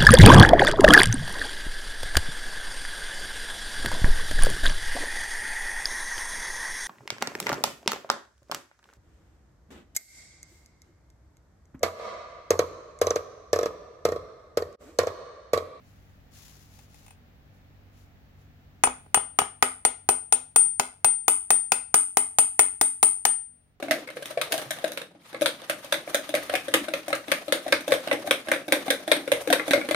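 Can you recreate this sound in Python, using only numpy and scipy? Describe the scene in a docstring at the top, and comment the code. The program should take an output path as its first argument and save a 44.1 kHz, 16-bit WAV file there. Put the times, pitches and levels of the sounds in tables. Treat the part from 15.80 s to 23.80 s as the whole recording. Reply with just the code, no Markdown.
"""In a small workshop a steel hammer taps a socket twenty times into a hollow engine cover, close to a phone.
Each blow sums damped body modes and a crack of noise, and rings the socket on two beating modes near 9 kHz.
The socket sometimes rocks back with a duller knock; before the taps, a faint hiss, then fingers stroke and nudge.
Room reflections are decaying noise; rumble and a wavering harmonic motor hum sink as the tapping starts."""
import sys
import numpy as np
from scipy import signal
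from scipy.fft import rfft, irfft
from scipy.io import wavfile

SR = 44100
rng = np.random.default_rng(int(sys.argv[2]) if len(sys.argv) > 2 else 0)


def transcribe(signal):
    """Save signal, clipped to [-1, 1], as a 16-bit WAV file at the path in sys.argv[1]."""
    frames = np.atleast_2d(signal).T
    limited = np.clip(frames, -1, 1)
    pcm = np.round(limited * 32767).astype(np.int16)
    wavfile.write(sys.argv[1], SR, pcm)


N = 352800
HIT = int(.5 * SR)  # samples in one hit
AGE = np.arange(HIT) / SR  # seconds since contact
SIDES = np.array([[1], [-1]])  # left and right


def undb(db):
    """Level law: an amplitude gain is ten to the power of decibels over twenty."""
    return 10 ** (np.asarray(db) / 20)


def fade(t60):
    """Exponential damping: the level falls 60 dB in t60 seconds."""
    return np.exp(-np.log(1000) * AGE / t60)


def unit(x):
    """Root-mean-square normalisation: scale to rms 1."""
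    return x / np.sqrt(np.mean(x ** 2))


def unit_attack(x):
    """Onset normalisation: scale so that the first 15 ms have rms 1."""
    onset = x[:, :int(.015 * SR)]
    return x / np.sqrt(np.mean(onset ** 2))


def colour(x, points, size=4096):
    """Minimum-phase filtering: fold the cepstrum of a gain through (Hz, dB) points into a causal response."""
    hz, db = np.transpose(points)
    bins = np.maximum(np.arange(size // 2 + 1) * SR / size, 1)
    gain = undb(np.interp(np.log(bins), np.log(hz), db))
    cepstrum = irfft(np.log(gain))
    cepstrum[1:size // 2] *= 2
    cepstrum[size // 2 + 1:] = 0
    response = irfft(np.exp(rfft(cepstrum)))
    return signal.fftconvolve(x, response[None], axes=1)[:, :x.shape[1]]


def air(count, alike_hz, bass_side):
    """Spatial coherence: stereo noise that is more alike in the bass than in the treble."""
    mid, side = rng.standard_normal((2, count))
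    highpass = signal.butter(2, alike_hz, "high", fs=SR, output="sos")
    treble = signal.sosfilt(highpass, side)
    return (mid + SIDES * (treble + bass_side * rng.standard_normal(count))) / np.sqrt(2)


def add(out, s, sound):
    """Superposition: mix a sound in at time s."""
    start = int(s * SR)
    out[:, start:start + HIT] += sound[:, :N - start]


def hammer(knock_db=6.0, ring_db=-3.5, top_per_ring=0.28, ring_reference_db=-10):
    """Impact excitation: every tap knocks the cover, rings the socket and drives it a little further home."""
    # Hammer taps. Each row: start in seconds, knock level in dB before knock_db, lift of the clank band
    # in dB, ring level in dB before ring_db, upper ring mode against the lower in dB, and change of the
    # ring in the first 30 ms or so in dB.
    taps = [(3.037, -18.5, 1, -13, 11, -11.5), (3.344, -22.5, 3, -12.5, -17.5, -7.5),
            (3.588, -20.5, 2, -20.5, -6, -5.5), (3.825, -18.5, 2.5, -21.5, 9, 1.5),
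            (4.05, -21, -1, -12.5, -10, -15), (4.289, -20, -3.5, -13.5, -2.5, -2.5),
            (4.524, -23, -2, -8.5, -1.5, -17.5), (4.7599, -24.5, -1, -8.5, -5.5, 4),
            (4.9967, -20.5, -2, -38, 5.5, 8), (5.245, -22, -1.5, -10.7, -14, 2),
            (5.4808, -22.5, 0.7, -13, 5, 3.5), (5.7043, -22.5, -1.5, -10.5, -4, 2),
            (5.9193, -22, 2.5, -21.5, -8, 2), (6.1417, -22.5, 2, -11, 9, 3.5),
            (6.370, -21, -2.5, -13.5, 11.5, 0.5), (6.5855, -23, -1, -8.5, 12.5, -1),
            (6.7922, -20, 2, -8, 3.5, -2.5), (7.012, -22, -2, -14, 13, 4),
            (7.2286, -20.5, -2, -8.5, 2.5, 0.5), (7.452, -22.5, 1.5, -17.5, -9, 7.5)]
    # from the first tap to the last the socket sits firmer and the treble brightens; the boom eases slightly
    steel_db = (-25.5, -22.5)  # treble setting that offsets the knock level of each row
    cover_boom_db = (3.9, 3.5)  # lift of the cover's low modes, 370 to 640 Hz
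    clank_share = .35  # part of the clank lift that the treble takes too
    out = np.zeros((2, N))
    for (s, db, clank_db, tone_db, twin_db, change_db), driven in zip(taps, np.linspace(0, 1, len(taps))):
        boom_db = np.interp(driven, (0, 1), cover_boom_db)
        treble_db = np.interp(driven, (0, 1), steel_db) - db + clank_share * clank_db
        # taps with a stronger late ring have a brighter top
        late_ring_db = tone_db + change_db
        top_db = treble_db + top_per_ring * max(late_ring_db - ring_reference_db, -16)
        shape = [(200, 0.0034), (370, boom_db), (640, boom_db), (850, 0.02),
                 (1300, clank_db), (2600, clank_db),
                 (4500, treble_db), (9500, treble_db), (12000, top_db)]
        add(out, s, undb(db + knock_db) * colour(knock(), shape))
        add(out, s, undb(tone_db + ring_db) * ring(twin_db, .39, change_db))
    return out


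def knock(crack_db=-5, crack_t60=.028, rise_s=0.00091, crack_pan_db=4):
    """Modal superposition: damped body modes, varied for every landing spot, and a short noise crack."""
    # Modes of cover, socket and hammer head in contact. Each row: frequency in Hz before detuning,
    # bandwidth in Hz, level in dB before scatter and weighting by bandwidth, left minus right in dB,
    # phase lead of the left in radians.
    modes = [(219.6, 150, -16, 5, 2), (252.5, 7.9, -12.5, -6.5, 1), (306, 71, -20.5, 0.5, 2.5),
             (388.7, 13, -9.5, -2.5, -2), (412, 76, -12.5, 4, -0.1), (498, 19, -13, 8.5, -2.5),
             (606.6, 15, -9.5, -7, 2.9), (724, 140, 0, 0.5, 3), (817.5, 98, 1, 7, 1.76),
             (1013.6, 72, -6, 6, 2), (1231, 120, -4.5, 1.5, -1.5), (1331, 38, -14, -1.5, 1.5),
             (1436, 130, -8, -0.5, 2), (1560, 15, -17.5, 2.5, 2.5), (1860, 130, -15, -3, -1.54),
             (2151, 200, -10.5, 1.5, -1.24), (2432, 28, -18, 1, -0.8), (2560, 63, -12, 2.5, 1),
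             (2955, 110, -14.5, 7, 3.0), (3410, 100, -14, 2.5, 3), (3470, 19, -25, 0.5, 0),
             (3860, 450, -23.5, 3, -13), (4930, 670, -13.5, 12, -3), (5683, 190, -17.5, 10, 2),
             (6820, 420, -5, 10, 3.5), (6740, 23, -19, 2.5, 2.5), (8180, 90, -16.5, 6.5, 6.5),
             (8860, 810, 6, 4, 3.5), (10960, 160, -17, 11, -10), (12660, 40, -10, -8, 4.5)]
    # Spectrum of the steel-on-steel crack. Each row: frequency in Hz, filter gain in dB.
    crack_colour = [(25, -14), (70, -5.5), (200, -4), (700, -8.5), (1500, -4.5), (4000, -6.5), (7000, -2.5),
                    (10000, -4.5), (15500, -9)]
    body = np.zeros((2, HIT))
    landings = rng.standard_normal((len(modes), 2))
    for k, ((hz, width, db, pan_db, lead), (size, shift)) in enumerate(zip(modes, landings)):
        t = AGE[:int(min(HIT, 3 * SR / width))]  # at most until the mode is 82 dB down
        # short waves depend most on where the hammer lands
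        scatter_db = min(hz / 900, 3)
        detune_hz = shift * min(.008 * hz, width / 3)
        phase = 2 * np.pi * (hz + detune_hz) * t + SIDES * lead / 2
        gain = (-1) ** k * width * undb(db + scatter_db * size + SIDES * pan_db / 2)
        body[:, :len(t)] += gain * np.exp(-np.pi * width * t) * np.sin(phase)
    contact = 1 - np.exp(-AGE / rise_s)
    body = ports(body * contact, 750)
    body = signal.sosfilt(signal.butter(1, 90, "high", fs=SR, output="sos"), body)
    burst = air(HIT, 900, 0.23) * fade(crack_t60) * contact
    crack = colour(burst, crack_colour) * undb(SIDES * crack_pan_db / 2)
    return unit_attack(body) + undb(crack_db) * unit_attack(crack)


def ports(x, alike_hz):
    """Long-wave coherence: wavelengths long against the spacing reach both microphone ports alike."""
    highpass = signal.butter(2, alike_hz, "high", fs=SR, output="sos")
    side = signal.sosfiltfilt(highpass, (x[0] - x[1]) / 2, padtype=None)
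    return x.mean(axis=0) + SIDES * side


def ring(twin_db, t60, change_db, change_s=0.034, rise_s=0.00079):
    """Beating of a split mode: two close tones beat, and the ring as a whole fades or swells in the first 30 ms
    or so."""
    # The socket's oval mode, split in two by its shape. Each row: frequency in Hz,
    # phase lead of the left in radians.
    modes = [(8858.7, -1.0), (8952, 1.7)]
    pans_db = (7.5, 4.5)  # left minus right: the two modes radiate at different angles
    weights = undb(np.array([0, twin_db]))
    weights = weights / np.linalg.norm(weights)
    tone = np.zeros((2, HIT))
    for weight, (hz, lead), pan_db, start in zip(weights, modes, pans_db, rng.random(2)):
        phase = 2 * np.pi * (hz * AGE + start) + SIDES * lead / 2
        tone += weight * unit(undb(SIDES * pan_db / 2)) * np.sin(phase)
    changed = 1 - np.exp(-(AGE / change_s) ** 4)
    rise = 1 - np.exp(-AGE / rise_s)
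    return np.sqrt(2) * tone * fade(t60) * undb(change_db * changed) * rise


def rocks():
    """Contact stiffness: the socket rocks back onto its seat, and a softer contact excites less treble."""
    # Rocking knocks. Each row: start in seconds, level in dB before the dulling filter.
    knocks = [(3.0715, -16), (3.262, -43), (3.373, -18), (3.6165, -20.5), (4.833, -44.5), (4.849, -36.5),
              (4.862, -33.5)]
    firm_hz, firm_db = 850, -19.5  # at this level the knock dulls above this frequency
    db_per_octave = 25.5  # that frequency halves for every such drop in level
    out = np.zeros((2, N))
    for s, db in knocks:
        dull_hz = firm_hz * 2 ** ((db - firm_db) / db_per_octave)
        shape = [(dull_hz, 0), (2 * dull_hz, -12), (6 * dull_hz, -18), (16 * dull_hz, -34)]
        add(out, s, undb(db) * colour(knock(), shape))
    return out


def nudges():
    """Weak impact: fingers nudge the socket, giving light ticks and a quickly damped ring."""
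    # Nudges. Each row: start in seconds, tick level in dB before its filter, ring level in dB.
    ticks = [(0.99, -61, -87.5), (1.144, -59, -83), (1.207, -73, -89.5), (1.231, -69.5, -97),
             (1.264, -57.5, -72), (1.281, -57, -63.5), (1.307, -55.5, -57)]
    shape = [(800, 6), (1400, -2.0), (2600, 9.0), (4000, 0)]
    out = np.zeros((2, N))
    for s, db, ring_db in ticks:
        tick = undb(db) * colour(knock(), shape)
        add(out, s, tick + undb(ring_db) * ring(0, 0.099, 0))
    return out


def fingers(grain_db=1.5, pan_db=6):
    """Friction noise: after a faint opening hiss, skin slides over the smooth parts in small slips."""
    # Spectrum of the hiss. Each row: frequency in Hz, filter gain in dB.
    slide_colour = [(300, -20), (1000, -4), (1500, -5), (7200, 0), (8000, -9.5), (10500, -5), (15500, -8.5)]
    # Hiss swells: a faint opening hiss, then strokes of the hand. 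Each row: start in seconds,
    # length in seconds, level in dB before the swell and sag.
    swells = [(0, 0.72, -68.5), (0.505, 0.35, -52.5), (0.872, 0.17, -58), (1.075, 0.24, -59.5),
              (1.71, 0.043, -70), (2.114, .11, -64.5), (2.554, 0.06, -69)]
    slips = np.repeat(rng.standard_normal(N // 200 + 1), 200)[:N]  # a new strength every 200 samples
    hiss = unit(colour(air(N, 900, 0.21) * undb(grain_db * slips), slide_colour))
    envelope = sum(undb(db) * swell(s, length_s) for s, length_s, db in swells)
    return hiss * undb(SIDES * pan_db / 2) * envelope


def swell(s, length_s, attack_s=0.076, release_s=0.034, sag_db_per_s=26):
    """Amplitude envelope: the hiss rises linearly, sags, as under a slowing hand, and then dies away."""
    elapsed = np.arange(N) / SR - s
    age = np.maximum(elapsed, 0)
    past_end = np.maximum(age - length_s, 0)
    rise = np.minimum(age / attack_s, 1)
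    return rise * undb(-sag_db_per_s * age) * np.exp(-past_end / release_s)


def workshop(direct, t60=0.3, treble_t60=0.18, build_s=0.0051):
    """Diffuse reverberation: dense reflections from bench and walls, with the treble absorbed first."""
    # Spectrum of the reverberation. Each row: frequency in Hz, filter gain in dB.
    room_colour = [(60, -11.5), (250, -13), (450, -11.5), (800, -13), (1400, -12), (3000, -10),
                   (7000, -13.5), (9000, -14), (15000, -10)]
    noise = air(HIT, 600, 0.12)
    low = signal.sosfilt(signal.butter(1, 5000, fs=SR, output="sos"), noise)
    build = 1 - np.exp(-(AGE / build_s) ** 2)
    tail = (low * fade(t60) + (noise - low) * fade(treble_t60)) * build
    tail = colour(tail / np.sqrt(np.sum(tail ** 2) / 2), room_colour)  # unit energy per side, then coloured
    return signal.fftconvolve(direct, tail, axes=1)[:, :N]


def rumble(waver_db=2.0, drift=0.0089, motor_hz=48.2):
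    """Harmonic series over noise: a motor hum at multiples of its wandering turning rate, and low rumble."""
    # Background spectrum. Each row: frequency in Hz, filter gain in dB before normalisation.
    rumble_colour = [(25, -16), (60, -1), (100, -6.5), (125, -12.5), (190, -13), (290, -19), (350, -22),
                     (750, -23), (1000, -30), (1800, -29.5), (4000, -38.5), (7000, -46), (9000, -55.5),
                     (15500, -41.5)]
    # Motor hum. Each row: multiple of the turning rate, mean level in dB against the rumble.
    harmonics = [(2, -4.5), (3, -9.5), (4, -15), (5, -15), (6, -17)]
    level_db, sink_db = -56, -10  # rumble level before the tapping, and its eventual change
    sink_start_s, sink_time_s = 2.95, 1.0
    turns = np.cumsum(motor_hz * (1 + drift * wander(4.5))) / SR
    hum = np.zeros(N)
    for k, db in harmonics:
        gain = np.sqrt(2) * undb(db + waver_db * wander(6.8))
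        hum += gain * np.sin(2 * np.pi * (k * turns + rng.random()))
    noise = unit(colour(air(N, 700, .45), rumble_colour))
    since_start = np.maximum(np.arange(N) / SR - sink_start_s, 0)
    sunk = 1 - np.exp(-since_start / sink_time_s)
    return (noise + hum) * undb(level_db + sink_db * sunk)


def wander(rate):
    """Random modulation: straight lines join normal random values drawn about rate times a second."""
    count = int(rate * N / SR) + 2
    return np.interp(np.linspace(0, count - 1, N), np.arange(count), rng.standard_normal(count))


def scene():
    """Superposition of the direct sound from the bench, its reverberation and the background."""
    direct = hammer() + rocks() + nudges() + fingers()
    return direct + workshop(direct) + rumble()


def record(dry):
    """Saturation and band limiting: the phone rounds peaks near full scale and cuts above 15.9 kHz."""
    rounded = dry / (1 + dry ** 6) ** (1 / 6)
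    lowpass = signal.ellip(8, .2, 80, 15900, fs=SR, output="sos")
    return signal.sosfilt(lowpass, rounded)


dry = scene()
out = record(dry)
transcribe(out)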